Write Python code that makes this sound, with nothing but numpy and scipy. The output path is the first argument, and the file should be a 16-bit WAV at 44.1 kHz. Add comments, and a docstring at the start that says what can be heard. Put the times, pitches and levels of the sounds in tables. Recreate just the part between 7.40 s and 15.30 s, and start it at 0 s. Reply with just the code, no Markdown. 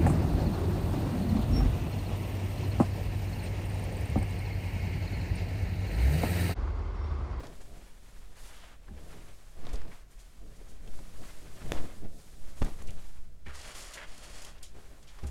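"""In a small humming workroom, a soft dress is dragged over a cutting table, lifted, shaken out twice
and smoothed by hand. Fingers scuff the mat and knock the table top, and the walls answer softly.
The weave hisses as its threads catch and slip, loose folds flutter and slap, and the hem cracks
like a whip when it is pulled tight. The moving air pushes on one close microphone."""
import sys
import numpy as np
from scipy import signal
from scipy.fft import rfft, irfft, next_fast_len
from scipy.io import wavfile
from scipy.ndimage import map_coordinates

SR = 44100
rng = np.random.default_rng(int(sys.argv[2]) if len(sys.argv) > 2 else 0)


def inscribe(sig):
    """Save sig as 16-bit PCM at rate SR to the path in sys.argv[1].

    A 1-D sig is mono; a 2-D sig holds one channel per row.
    Samples are clipped to [-1, 1] before scaling.
    """
    pcm = np.round(np.clip(np.atleast_2d(sig).T, -1, 1) * 32767)
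    wavfile.write(sys.argv[1], SR, pcm.astype(np.int16))


N = 348390  # 7.9 s
TOP_HZ = 15850


def amp(db):
    """Turn decibels into a gain to multiply by."""
    return 10 ** (np.asarray(db) / 20)


def unit(x):
    """Scale a sound to an average (rms) size of 1."""
    return x / np.sqrt(np.mean(x ** 2) + 1e-20)


def along(points, hz):
    """Read between (f/Hz, value) points, spaced as musical pitch."""
    f, values = np.transpose(points)
    return np.interp(np.log(hz + 1), np.log(f + 1), values)


def wobble(rate):
    """A smooth random curve through rate points a second."""
    points = rng.standard_normal(int(N * rate / SR) + 4)
    return map_coordinates(points, [np.arange(N) * rate / SR])


def filtered(x, response):
    """Multiply each frequency in x by response(hz)."""
    size = next_fast_len(len(x) + 8192)
    return irfft(rfft(x, size) * response(np.fft.rfftfreq(size, 1 / SR)), size)[:len(x)]


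def coloured(x, spectrum):
    """Give x a tone colour from (f/Hz, level/dB) points, at an average size of 1."""
    return unit(filtered(x, lambda hz: amp(along(spectrum, hz))))


def band(hz, centre_hz, octaves):
    """A bell-shaped filter that keeps the pitches near centre_hz."""
    return np.exp(-.5 * (np.log2((hz + 1) / centre_hz) / octaves) ** 2)


def resonances(modes, hz):
    """A filter for something that rings at the given (f/Hz, width/Hz, level/dB) rows."""
    return sum(amp(db) * 1j * hz * width / (centre ** 2 - hz ** 2 + 1j * hz * width)
               for centre, width, db in modes)


def slips(size, rate, spread_db, smooth):
    """Tiny uneven clicks, about rate a second, mixed with a share of smooth hiss."""
    chance, strength, sign = rng.random(size), rng.standard_normal(size), rng.standard_normal(size)
    clicks = (chance < rate / SR) * np.sign(sign) * amp(spread_db * np.clip(strength, -2, 2))
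    return unit(unit(clicks) + smooth * rng.standard_normal(size))


def fade(t, t60):
    """Die away by 60 dB in t60 seconds, the "fade" time in the tables."""
    return np.exp(-np.log(1000) * t / t60)


def burst(t, rise, t60):
    """Swell quickly to a peak of 1, then die away."""
    shape = (1 - np.exp(-t / rise)) * fade(t, t60)
    return shape / shape.max()


def moves(rows, skew=0.67, speed_power=1.08):
    """One gain curve per level column: the faster the arm moves, the louder the cloth."""
    start, length, *levels = np.transpose(rows)[:, :, None]
    progress = np.clip((np.arange(N) / SR - start) / length, 0, 1)
    speed = np.abs(np.sin(np.pi * progress ** skew))  # fastest before the middle of the move
    return [np.linalg.norm(amp(db) * speed ** speed_power, axis=0) for db in levels]


# Tone colours of the ventilation and of a bright hiss (also used for the weave): f/Hz, level/dB
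VENT_COLOUR = [(20, 5.5), (42, 3.5), (75, -13.5), (130, -16.5), (260, -25.5), (450, -28), (680, -30),
               (850, -38.5), (1500, -37), (7000, -48), (10000, -54), (15800, -52)]
HISS_COLOUR = [(1500, -18), (3200, 0.5), (4500, 1.5), (5700, 1), (7300, 2.5), (10500, -0.5), (12500, -4),
               (15800, -12)]
def ventilation(hum_db=-48.5, hiss_db=-76):
    """Ventilation makes a steady low hum of noise, with a faint hiss on top."""
    hum = amp(hum_db) * coloured(rng.standard_normal(N), VENT_COLOUR)
    return hum + amp(hiss_db) * coloured(rng.standard_normal(N), HISS_COLOUR)


# How long the room echoes: f/Hz, fade/s
ECHO_FADES = [(150, 0.34), (1000, 0.47), (5000, 0.31), (14000, 0.41)]
def wall_echo(x):
    """Sound bounces between the walls, and each frequency dies at its own speed."""
    hz, t, noise = signal.stft(rng.standard_normal(SR // 2), SR, nperseg=256)
    tail = signal.istft(noise * fade(t, along(ECHO_FADES, hz)[:, None]), SR, nperseg=256)[1]
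    tail = np.pad(tail, (SR // 200, 0))  # arrives 5 ms late
    return signal.fftconvolve(x, tail / np.linalg.norm(tail))[:N]


# Swings of loose cloth (they also drive the flutter): t/s, length/s, flutter level/dB, air level/dB
CLOTH_SWINGS = [(-.08, 0.35, -54, -41.5), (.13, 0.45, -58, -44), (.5, 1.34, -65.5, -54),
                (1.49, 0.56, -56.5, -47), (2.15, 0.463, -51, -34.5), (2.92, 0.95, -61, -42),
                (3.36, 0.67, -57, -37), (3.88, 0.53, -56.5, -43), (4.2, 0.37, -45.5, -28.5),
                (4.48, 0.43, -54, -35.5), (4.82, 0.72, -60.5, -41), (5.28, 0.47, -59, -33),
                (5.6, 0.64, -79, -39.5), (6.05, 0.56, -66, -48.5), (6.55, 0.98, -63.5, -48),
                (7.3, 0.53, -62.5, -48.5), (7.8, .3, -51, -42.5)]
# Tone colour of air hitting the microphone: f/Hz, level/dB
AIR_COLOUR = [(2, 21), (8, 11), (20, 0), (40, -14.5), (65, -8.5), (100, -28), (200, -27.5), (600, -82)]
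def draught(boost_db=7):
    """Each swing of the cloth blows air on the microphone, making a deep rumble."""
    _, air_gain = moves(CLOTH_SWINGS)
    return air_gain * amp(boost_db) * coloured(rng.standard_normal(N), AIR_COLOUR)


# Air shoved aside by the cloth: t/s, peak level/dB, half-width/s
AIR_PUSHES = [(2.34, -26.5, 0.0056), (4.315, -46, 0.0067), (5.22, -22.5, 0.0026), (5.24, -18.5, 0.011),
              (5.496, -36, 0.0024), (6.074, -46, 0.002)]
def air_pushes():
    """A broad piece of cloth passing close by pushes air ahead and sucks it back behind."""
    t = np.arange(N) / SR
    return sum(amp(db) * (s - t) / width * np.exp(.5 - .5 * ((t - s) / width) ** 2)
               for s, db, width in AIR_PUSHES)


# Hands and hips bumping the table: t/s, level/dB, hardness/Hz
TABLE_KNOCKS = [(1.483, -46.5, 500), (1.506, -41.5, 200), (1.536, -57, 120), (3.213, -58.5, 900),
                (6.063, -43, 600), (7.343, -55, 900), (7.832, -33.5, 264), (7.858, -59, 250)]
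# Notes the table top rings at: f/Hz, level/dB, fade/s
TABLE_NOTES = [(68.3, 3.5, 0.66), (113.5, 0.5, 0.14), (151, -5, 0.1), (237.6, -2, 0.11), (289, -4, 0.06),
               (367, -3, 0.13), (623, -13.5, 0.43), (803, -7, 0.2)]
def table_knocks(contact_s=0.0025):
    """Bumps make the table top ring; the softer the bump, the weaker its high notes."""
    out, t = np.zeros(N), np.arange(SR // 2) / SR
    hz, note_db, t60 = np.transpose(TABLE_NOTES)[:, :, None]
    for s, db, hard_hz in TABLE_KNOCKS:
        strength = amp(db + note_db + rng.standard_normal(hz.shape)) / np.hypot(1, hz / hard_hz)
        notes = strength * np.sin(2 * np.pi * hz * t) * fade(t, t60)
        add(out, s, notes.sum(axis=0) * (1 - np.exp(-t / contact_s)))
    return out


def add(track, s, sound):
    """Mix a sound into the track, starting at s seconds."""
    part = track[max(round(s * SR), 0):][:len(sound)]
    part += sound[:len(part)]


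# Light taps on the table: t/s, peak level/dB, f/Hz, fade/s
TABLE_TAPS = [(1.482, -49, 1600, 0.022), (1.483, -51, 1020, 0.01), (1.503, -59, 780, 0.076),
              (1.508, -42.5, 205, 0.1), (2.268, -41.5, 3800, 0.01), (2.3575, -43, 4300, 0.01),
              (3.214, -43.5, 410, 0.023), (3.475, -58, 2960, 0.026), (6.277, -46, 10000, .014),
              (7.227, -44, 9350, .025)]
def table_taps(octaves=0.13):
    """Stiff seams and fingertips tap the table, each ringing briefly at its own pitch."""
    out, t = np.zeros(N), np.arange(SR // 10) / SR
    for s, db, centre_hz, t60 in TABLE_TAPS:
        ring = filtered(rng.standard_normal(len(t)), lambda hz: band(hz, centre_hz, octaves))
        tap = burst(t, rise=0.00024, t60=t60) * ring
        add(out, s, amp(db) * tap / np.abs(tap).max())
    return out


# Fingers pressing cloth along the mat: t/s, level/dB, length/s, pitch ratio
FINGER_SCUFFS = [(2.513, -55, 0.026, 1), (5.481, -51, 0.021, 1.26), (6.059, -50, 0.057, 0.97),
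                 (6.089, -51.5, 0.069, 0.75), (6.554, -52, 0.016, 0.71), (6.57, -43.5, 0.047, 0.98),
                 (6.611, -48, 0.043, 0.88)]
# How the mat rings under a finger: f/Hz, width/Hz, level/dB
MAT_UNDER_FINGER = [(583, 79, 4.5), (1080, 120, 2), (1715, 360, 4), (1890, 280, -3.5), (2220, 280, 3),
                    (2850, 230, -18)]
def finger_scuffs(rise_s=0.0026, sag_db=5, muffle_hz=3500):
    """Pressed fingers stick and slip, which makes the mat ring."""
    out, t = np.zeros(N), np.arange(SR // 4) / SR
    for s, db, length, pitch in FINGER_SCUFFS:
        pressure = (1 - np.exp(-t / rise_s)) * amp(-sag_db * t / length) / (1 + (t / length) ** 8)
        catches = slips(len(t), rate=1500, spread_db=4, smooth=.5)
        mat = lambda hz: resonances(MAT_UNDER_FINGER, hz / pitch) / (1 + 1j * hz / muffle_hz)
        add(out, s, amp(db) * pressure * unit(filtered(catches, mat)))
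    return out


# Short brushes of cloth and fingertips: t/s, level/dB, rise/s, fade/s, f/Hz
LIGHT_BRUSHES = [(.068, -52.5, .001, 0.024, 5000), (.211, -60, .002, 0.14, 6000),
                 (1.12, -61.5, .06, 0.44, 2800), (1.21, -62, .04, 0.32, 2400),
                 (2.2675, -57, .0006, .015, 4000), (2.329, -52, .0015, 0.12, 6960),
                 (2.356, -53.5, .0015, 0.025, 6000), (2.705, -66, .008, 0.15, 13000),
                 (2.788, -59.5, .01, .15, 6460), (3.28, -62.5, 0.011, 0.31, 7000),
                 (3.475, -56, .002, 0.025, 3200), (5.15, -60, .05, 0.56, 10000),
                 (5.246, -49, .0006, 0.032, 9300), (5.422, -52, .002, 0.015, 10930),
                 (5.471, -53.5, 0.0026, 0.051, 5940), (5.505, -52.5, .002, 0.02, 7000),
                 (6.152, -53, .002, .04, 8000), (6.344, -52.5, .03, 0.37, 9000),
                 (6.535, -43.5, 0.0027, 0.076, 5660), (6.778, -52, .001, .03, 9000),
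                 (6.834, -55, .004, 0.088, 8000), (7.018, -49, .002, .04, 7900),
                 (7.047, -44, .001, 0.035, 6500), (7.181, -60, .001, 0.061, 3200),
                 (7.227, -50, 0.0026, 0.22, 5200), (7.229, -49.5, 0.0011, 0.061, 9500),
                 (7.626, -59.5, 0.0018, 0.066, 4950), (7.668, -56.5, 0.014, 0.18, 3300),
                 (7.867, -51, .002, 0.088, 7140)]
# How the mat rings under a brush or a flat hand: f/Hz, width/Hz, level/dB
MAT_UNDER_HAND = [(616, 63, -3.5), (1210, 170, -17), (1960, 270, -8.5), (2840, 470, -5), (3270, 200, -0.5),
                  (4480, 290, -31), (5600, 130, -28), (6860, 350, -8), (9700, 360, -16)]
def light_brushes(octaves=1.0, muffle_hz=12000):
    """A light touch makes threads slip in a short hiss, coloured by the mat."""
    out, t = np.zeros(N), np.arange(SR // 2) / SR
    mat = lambda hz: (1 + resonances(MAT_UNDER_HAND, hz)) / (1 + (hz / muffle_hz) ** 7)
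    for s, db, rise, t60, centre_hz in LIGHT_BRUSHES:
        threads = slips(len(t), rate=5000, spread_db=2, smooth=1)
        hiss = filtered(threads, lambda hz: band(hz, centre_hz, octaves) * mat(hz))
        add(out, s, amp(db) * burst(t, rise, t60) * unit(hiss))
    return out


# Strokes of the flat hand: t/s, length/s, rub level/dB, hiss level/dB
HAND_STROKES = [(6.049, .09, -58, -64), (6.131, 0.13, -53, -53), (6.233, 0.089, -49, -51.5),
                (6.332, 0.23, -50, -50), (6.539, 0.11, -51, -60), (6.661, 0.17, -56, -57),
                (6.81, 0.11, -54.5, -54.5), (6.924, 0.17, -53.5, -53)]
# Tone colours of cloth's dull rub and crisp rustle (also used for sliding): f/Hz, level/dB
RUB_COLOUR = [(150, -4.5), (450, 1.5), (620, 3), (820, 3), (1300, 2.5), (2200, 0.5), (3300, -4.5),
              (4500, -10), (7000, -21), (12000, -51)]
RUSTLE_COLOUR = [(1500, -22), (3200, -8), (4400, 3.5), (6000, 1.5), (8200, 0), (10000, -2), (12500, -12.5),
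                 (15800, -20)]
def smoothing_hand(grip_s=.012, sag_db_per_s=21, release_s=0.027, judder_db=0.46, catch_db=1.0):
    """The flat hand grips, eases off and lets go; the cloth catches under it and rings the mat."""
    start, length, *levels = np.transpose(HAND_STROKES)[:, :, None]
    t = np.maximum(np.arange(N) / SR - start, 0)
    letting_go = np.exp(-np.maximum(t - length, 0) / release_s)
    pressure = (1 - np.exp(-t / grip_s)) * amp(-sag_db_per_s * t) * letting_go
    rub_gain, hiss_gain = [np.linalg.norm(amp(db) * pressure, axis=0) for db in levels]
    rub = rub_gain * coloured(slips(N, rate=4000, spread_db=3, smooth=1.6), RUB_COLOUR)
    rustle = coloured(slips(N, rate=3700, spread_db=4.5, smooth=0.64), RUSTLE_COLOUR)
    hiss = hiss_gain * unit(amp(catch_db * wobble(160)) * rustle)
    judder = amp(judder_db * wobble(70) - 0.95)
    return filtered(judder * (rub + hiss), lambda hz: 1 + resonances(MAT_UNDER_HAND, hz))


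# Pulls that drag the dress over the mat: t/s, length/s, rub level/dB, hiss level/dB
DRESS_DRAGS = [(-.18, 0.99, -64.5, -65), (.29, 0.37, -66, -69.5), (.53, 0.58, -66.5, -66.5),
               (.95, 0.27, -60, -58.5), (1.05, .38, -58.5, -65), (1.41, 0.2, -67.5, -71),
               (1.52, 0.56, -60.5, -63), (1.84, 0.59, -67, -67), (2.14, 0.49, -59.5, -66.5),
               (2.46, 0.21, -60.5, -65), (2.66, 0.55, -68, -68), (3.02, 0.51, -66, -67.5),
               (3.38, 0.7, -63, -62.5), (3.73, 0.48, -59, -59.5), (4.04, 0.74, -58.5, -59.5),
               (4.29, 0.27, -57, -62.5), (4.65, 0.58, -68.5, -63), (5.0, 0.28, -64.5, -65),
               (5.13, 0.58, -61.5, -62.5), (5.48, 0.45, -63.5, -64.5), (6.98, 0.47, -65, -73),
               (7.31, 0.47, -65.5, -66.5), (7.62, 0.82, -60, -65.5)]
def sliding_dress(uneven_db=0.74, crease_db=-12):
    """Threads catch and let go on the mat: a dull rub, a fine hiss, and creases that buckle."""
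    rub_gain, hiss_gain = moves(DRESS_DRAGS)
    grip = amp(0.77 + 2.3 * wobble(50))
    rub = rub_gain * grip * coloured(slips(N, rate=2500, spread_db=4.0, smooth=1.64), RUB_COLOUR)
    weave = coloured(slips(N, rate=4000, spread_db=1, smooth=0.87), HISS_COLOUR)
    buckling = amp(5.6 * wobble(90))
    creases = amp(crease_db) * unit(buckling * coloured(rng.standard_normal(N), RUSTLE_COLOUR))
    return amp(uneven_db * wobble(25)) * (rub + hiss_gain * (weave + creases))


# Cloth filling with air: t/s, level/dB, half-width/s
CLOTH_BILLOWS = [(3.81, -55, 0.028), (4.445, -52, 0.0072), (4.645, -49.5, 0.02), (5.5, -53.5, 0.031)]
# Tone colour of tumbling folds: f/Hz, level/dB
FLUTTER_COLOUR = [(30, -28), (70, 3), (130, 3), (200, -1.5), (300, -4), (480, -7.5), (700, -10),
                  (950, -27.5), (1700, -37.5), (4000, -87), (12000, -44)]
def fluttering_folds(uneven_db=2.6):
    """Loose folds tumble in soft pats with each swing, and swell where the cloth fills with air."""
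    swing_gain, _ = moves(CLOTH_SWINGS)
    t = np.arange(N) / SR
    billow_gain = sum(amp(db) * np.exp(-.5 * ((t - s) / width) ** 2) for s, db, width in CLOTH_BILLOWS)
    flicker = amp(1.23 + uneven_db * wobble(25))
    pats = coloured(slips(N, rate=600, spread_db=3, smooth=0.79), FLUTTER_COLOUR)
    return (swing_gain + billow_gain) * flicker * pats


# Folds slapping down: t/s, level/dB, fade/s, bass limit/Hz
FOLD_SLAPS = [(.002, -43.5, 0.1, 300), (0.03, -45.5, 0.24, 355), (0.204, -52.5, 0.098, 300),
              (1.742, -51.5, .09, 130), (2.242, -53, 0.02, 600), (2.251, -49, 0.035, 900),
              (2.2672, -44, 0.028, 700), (2.289, -49, 0.084, 1090), (2.416, -50.5, .025, 1200),
              (2.332, -45.5, 0.17, 229), (2.45, -47.5, 0.046, 250), (2.479, -55, 0.022, 900),
              (3.5895, -50, 0.021, 550), (4.243, -53, 0.08, 130), (4.324, -41.5, 0.44, 248),
              (5.2161, -30.5, 0.077, 70.4), (5.24, -37.5, 0.21, 40), (5.254, -48.5, 0.17, 700),
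              (5.418, -42.5, 0.027, 200), (7.341, -55.5, 0.39, 330), (7.787, -50, 0.053, 746),
              (7.836, -48.5, 0.076, 640)]
# Tone colour of a slap: f/Hz, level/dB
SLAP_COLOUR = [(25, -10), (60, -2), (130, 5), (300, -3), (600, -9.5), (1000, -15), (1800, -23),
               (3000, -30.5), (5000, -31.5), (14000, -53.5)]
def slapping_folds(rise_share=0.018):
    """A fold lands as a quick run of dull pats; the smaller the fold, the less bass it makes."""
    out, t = np.zeros(N), np.arange(SR // 3) / SR
    for s, db, t60, low_hz in FOLD_SLAPS:
        pats = slips(len(t), rate=2000, spread_db=1.5, smooth=0.7)
        pats = filtered(pats, lambda hz: hz ** 2 / (hz ** 2 + low_hz ** 2))
        landing = burst(t, rise_share * t60, t60)  # a big fold is slower to land and to settle
        add(out, s, amp(db) * landing * coloured(pats, SLAP_COLOUR))
    return out


# The hem pulled tight: t/s, level/dB, build-up/s, sharpness/Hz
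HEM_SNAPS = [(4.3204, -20.5, 0.0018, 5130), (5.2199, -28, 0.0012, 900), (5.2274, -28.5, 0.0004, 1600)]
# How the tight hem rings: f/Hz, width/Hz, level/dB
HEM_RING = [(493, 240, 1.5), (1840, 280, 4.5), (2760, 690, 7.5), (3480, 170, 14), (6630, 1500, 11.5),
            (11000, 1500, 11)]
def snapping_hem(rebound=0.25, release_s=0.00037):
    """Suction builds as the hem whips round, then flips to a push; the tight hem rings briefly."""
    out, t = np.zeros(N), np.arange(SR // 100) / SR
    for s, db, build_s, sharp_hz in HEM_SNAPS:
        suction = -np.exp(-t / build_s)[::-1]
        push = rebound * np.exp(-t / release_s)
        crack = filtered(np.concatenate([suction, push]), lambda hz: 1 / (1 + 1j * hz / sharp_hz))
        add(out, s - len(t) / SR, amp(db) * crack)  # the flip lands at time s
    return filtered(out, lambda hz: 1 + resonances(HEM_RING, hz))


def scene(echo_db=-13.5):
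    """Mix the dress, hands and table with their echo, the moving air and the ventilation."""
    dress = sliding_dress() + fluttering_folds() + slapping_folds() + snapping_hem()
    touches = table_taps() + light_brushes() + smoothing_hand() + finger_scuffs() + table_knocks()
    near = dress + touches
    background = ventilation() + amp(echo_db) * wall_echo(near)
    return (background + draught() + air_pushes() + near)[None]


def record(dry):
    """Cut away all treble above TOP_HZ."""
    return np.array([filtered(channel, lambda hz: hz < TOP_HZ) for channel in dry])


dry = scene()
out = record(dry)
inscribe(out)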